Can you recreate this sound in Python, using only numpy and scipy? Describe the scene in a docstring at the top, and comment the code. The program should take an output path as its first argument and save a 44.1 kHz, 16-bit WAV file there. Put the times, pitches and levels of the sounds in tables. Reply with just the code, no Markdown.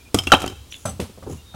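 """Brick chopped in half outdoors

A hand chops through a brick laid across two upright bricks on a ledge: noise bursts over damped low modes.
Pieces clink and one brick slams flat, as ringing modes that overload the microphone; sparse grains make grit.
Pieces thud and tumble on the ground as coloured bursts, one setting metal ringing; cloth rustles in swelling noise.
Thin chirps sound faintly, and nearby walls answer by convolution over a noise bed of low rumble and still air."""
import sys
import numpy as np
from scipy import signal
from scipy.fft import rfft, irfft, next_fast_len
from scipy.io import wavfile
from scipy.ndimage import uniform_filter1d

SR = 44100
rng = np.random.default_rng(int(sys.argv[2]) if len(sys.argv) > 2 else 0)


def persist_wave(psi):
    """Save psi, clipped to +-1, as 16-bit WAV."""
    counts = np.round(np.clip(psi, -1, 1) * 32767).astype(np.int16)
    wavfile.write(sys.argv[1], SR, np.atleast_2d(counts).T)


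N = 68355  # samples in the scene
T = np.arange(SR // 2) / SR  # clock of one event, seconds
SCENE_T = np.arange(N) / SR  # clock of the whole scene, seconds


def amp(db):
    """Decibels to gain."""
    return 10 ** (np.asarray(db) / 20)


def unit(x):
    """Scale to rms 1."""
    return x / np.sqrt(np.mean(x ** 2) + 1e-20)


def along(points, hz):
    """Read (Hz, value) points at any frequency, on a log axis."""
    f, v = np.transpose(points)
    return np.interp(np.log(hz + 1), np.log(f + 1), v)


def fader(points):
    """Gain over the scene from (s, dB) points."""
    return amp(np.interp(SCENE_T, *np.transpose(points)))


def noise(size):
    """White noise."""
    return rng.standard_normal(size)


def coloured(x, colour):
    """Shape x with a spectrum, at rms 1."""
    gain = amp(along(colour, np.fft.rfftfreq(len(x), 1 / SR)))
    return unit(irfft(rfft(x) * gain, len(x)))


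def add(out, s, x):
    """Mix x into out at time s."""
    i = max(0, round(s * SR))
    out[i:i + len(x)] += x[:max(0, len(out) - i)]


def burst(colour, attack, t60):
    """The noise of one contact: a quick rise and a decay (seconds), with the same energy on every draw."""
    shape = (1 - np.exp(-T / attack)) * amp(-60 * T / t60)
    x = shape * coloured(noise(len(T)), colour)
    return x * np.linalg.norm(shape) / np.linalg.norm(x)


def ring(modes, attack, blur):
    """Damped modes whose phases drift (blur in radians per root second), as in a rough body."""
    drifts = blur * np.cumsum(noise((len(modes), len(T))), axis=1) / np.sqrt(SR)
    tones = np.zeros(len(T))
    for (hz, db, t60), drift in zip(modes, drifts):
        decay = amp(db + rng.normal() - 60 * T / t60)  # each strike weights the modes a little differently
        tones += decay * np.sin(2 * np.pi * hz * T + drift)
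    return tones * (1 - np.exp(-T / attack))


# stone contacts on the ledge: start_s, thud_db, knock_db, crack_db, length_factor
STONE_BLOWS = [(0.1442, -5, -17.5, -10.5, 0.96), (.1867, -25.5, -28.5, -20.5, 1.4),
               (0.235, -33, -52.5, -33, 1.3), (0.2697, -27, -37.5, -28, 1.6), (0.2733, -23, -33.5, -29, 1),
               (0.3199, -10, -6.5, -7.5, 0.96), (.3345, -12, -0.5, -17, 0.65),
               (0.3411, -10.5, -9.5, -15, 0.56), (0.404, -30, -41, -25, 0.32),
               (0.4181, -23, -31, -25.5, 1.48), (.431, -26.5, -26.5, -40, 0.63),
               (0.4407, -19, -15.5, -41.5, 0.42), (0.4624, -20, -24.5, -22.5, .45),
               (0.4772, -24.5, -38, -25.5, 0.71), (0.4985, -27.5, -46, -34.5, 1.02),
               (0.5206, -33.5, -36.5, -46, 0.68)]
# the ledge's low ring: pitch_hz, level_db, t60_s
LEDGE_MODES = [(101.5, -11, 0.47), (224, -13.5, .06), (288, 1, 0.066), (357.7, 2, 0.057)]
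# spectrum of the ledge's thump: frequency_hz, level_db
THUD_COLOUR = [(25, -38), (50, -21), (100, -15), (200, 11), (340, -2), (520, -12), (1000, -45.5),
               (2500, -63.5)]
# spectrum of the brick's knock: frequency_hz, level_db
KNOCK_COLOUR = [(150, -20.5), (400, -2.5), (550, -9), (730, 3), (1000, -9), (1400, -10.5), (1800, -22.5),
                (2600, -12.5), (5000, -49.5), (12000, -59.5)]
# bright spectrum of cracking brick, shared with the grit: frequency_hz, level_db
CRACK_COLOUR = [(600, -27.5), (1250, 14), (1750, -8.5), (2250, 4.5), (2900, 3), (4300, -1.5), (6500, 2.5),
                (10000, -3.5), (13000, -9), (16000, -17.5)]


def blows():
    """Every contact cracks, knocks the brick and thumps the ledge into a short low ring."""
    out = np.zeros(N)
    for s, thud_db, knock_db, crack_db, length in STONE_BLOWS:
        thump = amp(-4) * burst(THUD_COLOUR, attack=0.001, t60=0.05 * length)
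        thump = thump + amp(-6.5) * ring(LEDGE_MODES, attack=0.0005, blur=6.9)
        knock = burst(KNOCK_COLOUR, attack=0.00067, t60=0.063 * length)
        crack = burst(CRACK_COLOUR, attack=0.00042, t60=0.031 * length)
        add(out, s, amp(thud_db) * thump + amp(knock_db) * knock + amp(crack_db) * crack)
    return out


# a whole brick landing hard enough to ring: start_s, level_db
BRICK_SLAMS = [(.3005, -32), (.3192, 2.5), (.329, -13.5), (0.8547, -24), (.88, -30.5), (1.541, -39)]
# the whole brick's modes: pitch_hz, level_db, t60_s
BRICK_MODES = [(394, -19, .08), (484, -17.5, 0.11), (646, -11.5, .08), (711, -16, 0.059),
               (786.7, -8.5, 0.11), (992, -20.5, 0.14), (1166, -8, 0.076), (1349.5, 3.5, 0.041),
               (1513, -19, 0.04), (1548, -12.5, 0.044)]


def slams():
    """A whole brick lands flat and rings in its low, quickly damped modes."""
    out = np.zeros(N)
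    for s, db in BRICK_SLAMS:
        add(out, s, amp(db) * ring(BRICK_MODES, attack=0.00043, blur=9.2))
    return out


# brick pieces ringing against each other: start_s, level_db, pitch_hz, overtone_db
PIECE_CLINKS = [(0.1876, -9.5, 3133, -9), (0.24, -44.5, 3110, 9.5), (0.2722, -10.5, 2776, -34),
                (0.271, -19, 3270, -18.5), (0.319, 1.5, 3073, -26), (0.327, -5.5, 3856, -33),
                (0.326, -9, 2940, -23.5), (0.341, -14.5, 2580, -22.5), (0.348, -9.5, 3180, -22.5),
                (.427, -27.5, 3170, -16), (.464, -30.5, 2700, -9), (0.4772, -20, 3113, -13)]
OVERTONE_RATIO, CLINK_T60_S = 1.651, 0.04


def clinks():
    """Small pieces ring high, each with one inharmonic overtone."""
    out = np.zeros(N)
    for s, db, hz, overtone_db in PIECE_CLINKS:
        modes = [(hz, 0, CLINK_T60_S), (hz * OVERTONE_RATIO, overtone_db, CLINK_T60_S)]
        add(out, s, amp(db) * ring(modes, attack=0.0004, blur=13))
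    return out


# pieces landing and tumbling on the ground: start_s, thud_db, knock_db, dirt_db, length_factor, pitch_hz
GROUND_LANDINGS = [(.8525, -19.5, -18, -34, 1.13, 683), (.885, -28.5, -34, -47.5, 2, 750),
                   (0.9952, -17.5, -14.5, -30.5, 0.67, 485), (1.008, -45.5, -26, -39, 1.73, 426),
                   (1.021, -23.5, -48, -57, 1.27, 495), (1.092, -32.5, -34, -56.5, .7, 422),
                   (1.1741, -36.5, -35, -60, 0.93, 560), (1.224, -31, -33.5, -50, 0.94, 690),
                   (1.2643, -29.5, -25.5, -69, 0.88, 460), (1.271, -31.5, -25.5, -76, 1.33, 430),
                   (1.296, -27, -23.5, -63, 1.05, 371), (1.319, -27.5, -32, -55, 1.58, 330),
                   (1.541, -28.5, -34, -47.5, 1.3, 700)]
# spectrum of a landing knock: ratio_to_pitch, level_db
LANDING_KNOCK_COLOUR = [(.25, -56), (.6, -6), (.87, 1), (1.1, -1.5), (1.4, -14), (1.9, -12), (2.4, -24.5),
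                        (3.5, -28), (6, -73), (20, -85)]
# dull spectrum of the ground: frequency_hz, level_db
EARTH_COLOUR = [(25, -36), (45, -40), (70, 2.5), (135, -0.5), (220, -2), (330, -23), (600, -28),
                (1200, -23), (3000, -66.5)]
# bright spectrum of sprayed dirt: frequency_hz, level_db
DIRT_COLOUR = [(600, 4), (1700, -1.5), (3200, 2.5), (5500, -2.5), (9500, -3), (12500, -8), (16000, -20.5)]
# narrower spectrum of the crunch in the dirt: frequency_hz, level_db
CRUNCH_COLOUR = [(800, -30), (2000, 0), (3500, 4), (5200, 0.5), (6500, -28), (16000, -30)]


def landings():
    """Soft ground gives a dull thud and a knock at the piece's own pitch, then a short spray of dirt."""
    out = np.zeros(N)
    for s, thud_db, knock_db, dirt_db, length, hz in GROUND_LANDINGS:
        knock_colour = [(hz * ratio, db) for ratio, db in LANDING_KNOCK_COLOUR]
        knock = burst(knock_colour, attack=0.0032, t60=0.068 * length)
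        thud = burst(EARTH_COLOUR, attack=0.00529, t60=0.12 * length)
        spray = burst(DIRT_COLOUR, attack=0.0006, t60=0.19 * length)
        crunch = amp(7.5) * burst(CRUNCH_COLOUR, attack=0.0016, t60=0.018)
        add(out, s, amp(thud_db) * thud + amp(knock_db) * knock)
        add(out, s + 0.0045, amp(dirt_db) * (spray + crunch))
    return out


# contacts that set the metal ringing: start_s, level_db
METAL_CONTACTS = [(0.854, -23.5), (0.876, -35), (.893, -30), (.913, -45.5)]
# the metal's modes: pitch_hz, level_db, t60_s
METAL_MODES = [(6100, -9.5, 0.15), (6200, -13.5, .1), (8010, -5.5, 0.12), (7970, -5, .09),
               (8220, -12, 0.0725), (9900, -13, 0.144), (9930, -16.5, 0.094), (10200, -8, 0.045),
               (12140, -20.5, .09)]


def metal():
    """A falling piece sets light metal jingling in high modes, some close enough to beat."""
    out = np.zeros(N)
    for s, db in METAL_CONTACTS:
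        add(out, s, amp(db) * ring(METAL_MODES, attack=0.001, blur=18))
    return out


# level of the scattering grit: time_s, level_db
GRIT_LEVEL = [(.14, -78), (.16, -31), (.22, -48.5), (.3, -44), (.35, -43), (.42, -41), (.5, -49.5),
              (.56, -63.5), (.7, -76)]
GRAINS_PER_S = 1000


def grit():
    """Crumbs of brick patter on the ledge as random sparse impulses with the crack's colour."""
    lands = rng.random(N) < GRAINS_PER_S / SR
    return coloured(lands * noise(N), CRACK_COLOUR) * fader(GRIT_LEVEL)


def swells(rows, colour, rough_db):
    """Noise that swells and fades around each time, its level fluttering by rough_db rms."""
    level = sum(amp(db) * np.exp(-((SCENE_T - s) / half) ** 2) for s, half, db in rows)
    flutter = amp(rough_db * unit(uniform_filter1d(noise(N), size=200)))
    return level * unit(flutter * coloured(noise(N), colour))


# a hand brushing the gritty ledge: centre_s, half_length_s, level_db
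HAND_SWISHES = [(.738, 0.024, -43)]
# spectrum of the brushing: frequency_hz, level_db
SWISH_COLOUR = [(1000, -20), (1900, -10), (2900, 6.5), (3700, 2), (5000, -14), (12000, -31)]


def swishes():
    """Skin dragged over grit gives a rough swell of noise."""
    return swells(HAND_SWISHES, SWISH_COLOUR, rough_db=6.5)


# sleeve movements: centre_s, half_length_s, level_db
SLEEVE_RUSTLES = [(.735, 0.026, -50), (.81, 0.067, -50.5), (1.315, 0.027, -46), (1.37, 0.031, -53)]
# spectrum of rubbing cloth: frequency_hz, level_db
CLOTH_COLOUR = [(1000, -14), (3000, -1.5), (4500, -14), (7000, 7), (8500, -9), (10000, 2.5), (13000, -13),
                (16000, -15)]


def rustles():
    """Cloth rubs on itself in soft, treble-heavy swells of noise."""
    return swells(SLEEVE_RUSTLES, CLOTH_COLOUR, rough_db=3)


# faint thin chirps: start_s, length_s, pitch_hz, level_db
FAINT_CHIRPS = [(0.0, 0.027, 2410, -51), (0.049, 0.044, 2432, -50.5), (0.705, .028, 5890, -42),
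                (.72, 0.063, 3480, -42.5), (.727, 0.016, 3000, -40.5), (1.37, 0.053, 2786, -53),
                (1.382, .06, 3655, -58), (1.45, 0.12, 3704, -48.5)]


def chirps(blur=15):
    """Thin, slightly unsteady high tones that swell and fade, from sines with drifting phase."""
    out = np.zeros(N)
    for s, length, hz, db in FAINT_CHIRPS:
        drift = blur * np.cumsum(noise(len(T))) / np.sqrt(SR)
        swell = np.sqrt(np.abs(np.sin(np.pi * np.minimum(T / length, 1))))
        add(out, s, amp(db) * swell * np.sin(2 * np.pi * hz * T + drift))
    return out


# decay of the walls' answer: frequency_hz, t60_s
WALL_DECAY = [(80, .45), (400, 0.48), (1300, .4), (3200, 0.66), (7000, 0.77), (15000, 0.5)]
WALLS_DB, EARLY_DB = -20, -17  # diffuse tail, early reflections


def walls(x, first_s=0.005, spread_s=0.041):
    """Nearby walls return nine early reflections and a diffuse tail that decays per frequency."""
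    hz, t, z = signal.stft(noise(len(T)), SR, nperseg=256)
    decay = amp(-60 * t / along(WALL_DECAY, hz)[:, None])
    tail = signal.istft(z * decay, SR, nperseg=256)[1][:len(T)]
    tail = tail * (1 - np.exp(-T / 0.008))  # the tail builds up gently
    delays = (SR * (first_s + spread_s * rng.random(size=9))).astype(int)
    early = np.bincount(delays, noise(9), len(T))
    response = amp(WALLS_DB) * tail / np.linalg.norm(tail) + amp(EARLY_DB) * early / np.linalg.norm(early)
    return signal.fftconvolve(x, response)[:N]


# spectrum of the low rumble: frequency_hz, level_db
RUMBLE_COLOUR = [(20, -26), (40, -16), (52, -14.5), (67, 3.5), (100, -2.5), (160, -24.5), (400, -46.5)]
# level of the low rumble: time_s, level_db
RUMBLE_FADER = [(0, -48.5), (.1, -52.5), (.2, -36.5), (.24, -51), (.28, -31.5), (.35, -37), (.45, -37.5),
                (.6, -42.5), (.7, -47.5), (.77, -55), (.85, -49), (.92, -41.5), (1.0, -43), (1.2, -54.5),
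                (1.35, -44), (1.55, -50)]


def rumble(evenness=0.6):
    """Low noise with its own swings partly evened out, then swelling and sinking."""
    low = coloured(noise(N), RUMBLE_COLOUR)
    power = np.abs(uniform_filter1d(low ** 2, size=2200)) + 1e-6
    return unit(low / power ** (evenness / 2)) * fader(RUMBLE_FADER)


# spectrum of the still air: frequency_hz, level_db
AIR_COLOUR = [(150, -1.5), (300, 1.5), (600, -8.5), (1300, -11), (1900, -16.5), (3200, -11), (5000, -13.5),
              (10000, -17), (16000, -31.5)]
AIR_DB = -52


def still_air():
    """Steady, quiet outdoor noise."""
    return amp(AIR_DB) * coloured(noise(N), AIR_COLOUR)


def scene():
    """Everything reaches one microphone, alike in both channels."""
    direct = blows() + slams() + clinks() + landings() + metal() + grit()
    direct = direct + swishes() + rustles() + chirps()
    return np.tile(direct + walls(direct) + rumble() + still_air(), (2, 1))


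# spectrum of the recorder's hiss: frequency_hz, level_db
HISS_COLOUR = [(100, 4), (2000, -4.5), (5000, -6), (10000, -0.5), (15000, 4)]
HISS_DB, TOP_HZ = -59, 16100  # hiss level, treble cutoff


def record(dry, top=1.0):
    """The recorder hisses faintly, bends peaks over at full scale and cuts the highest treble."""
    hiss = np.array([coloured(noise(N), HISS_COLOUR) for _ in dry])
    x = dry + amp(HISS_DB) * hiss
    x = x / (1 + np.abs(x / top) ** 8) ** (1 / 8)  # nearly hard clipping
    m = next_fast_len(N + SR // 2)
    passband = np.fft.rfftfreq(m, 1 / SR) < TOP_HZ
    return irfft(rfft(x, m) * passband, m)[:, :N]


dry = scene()
out = record(dry)
persist_wave(out)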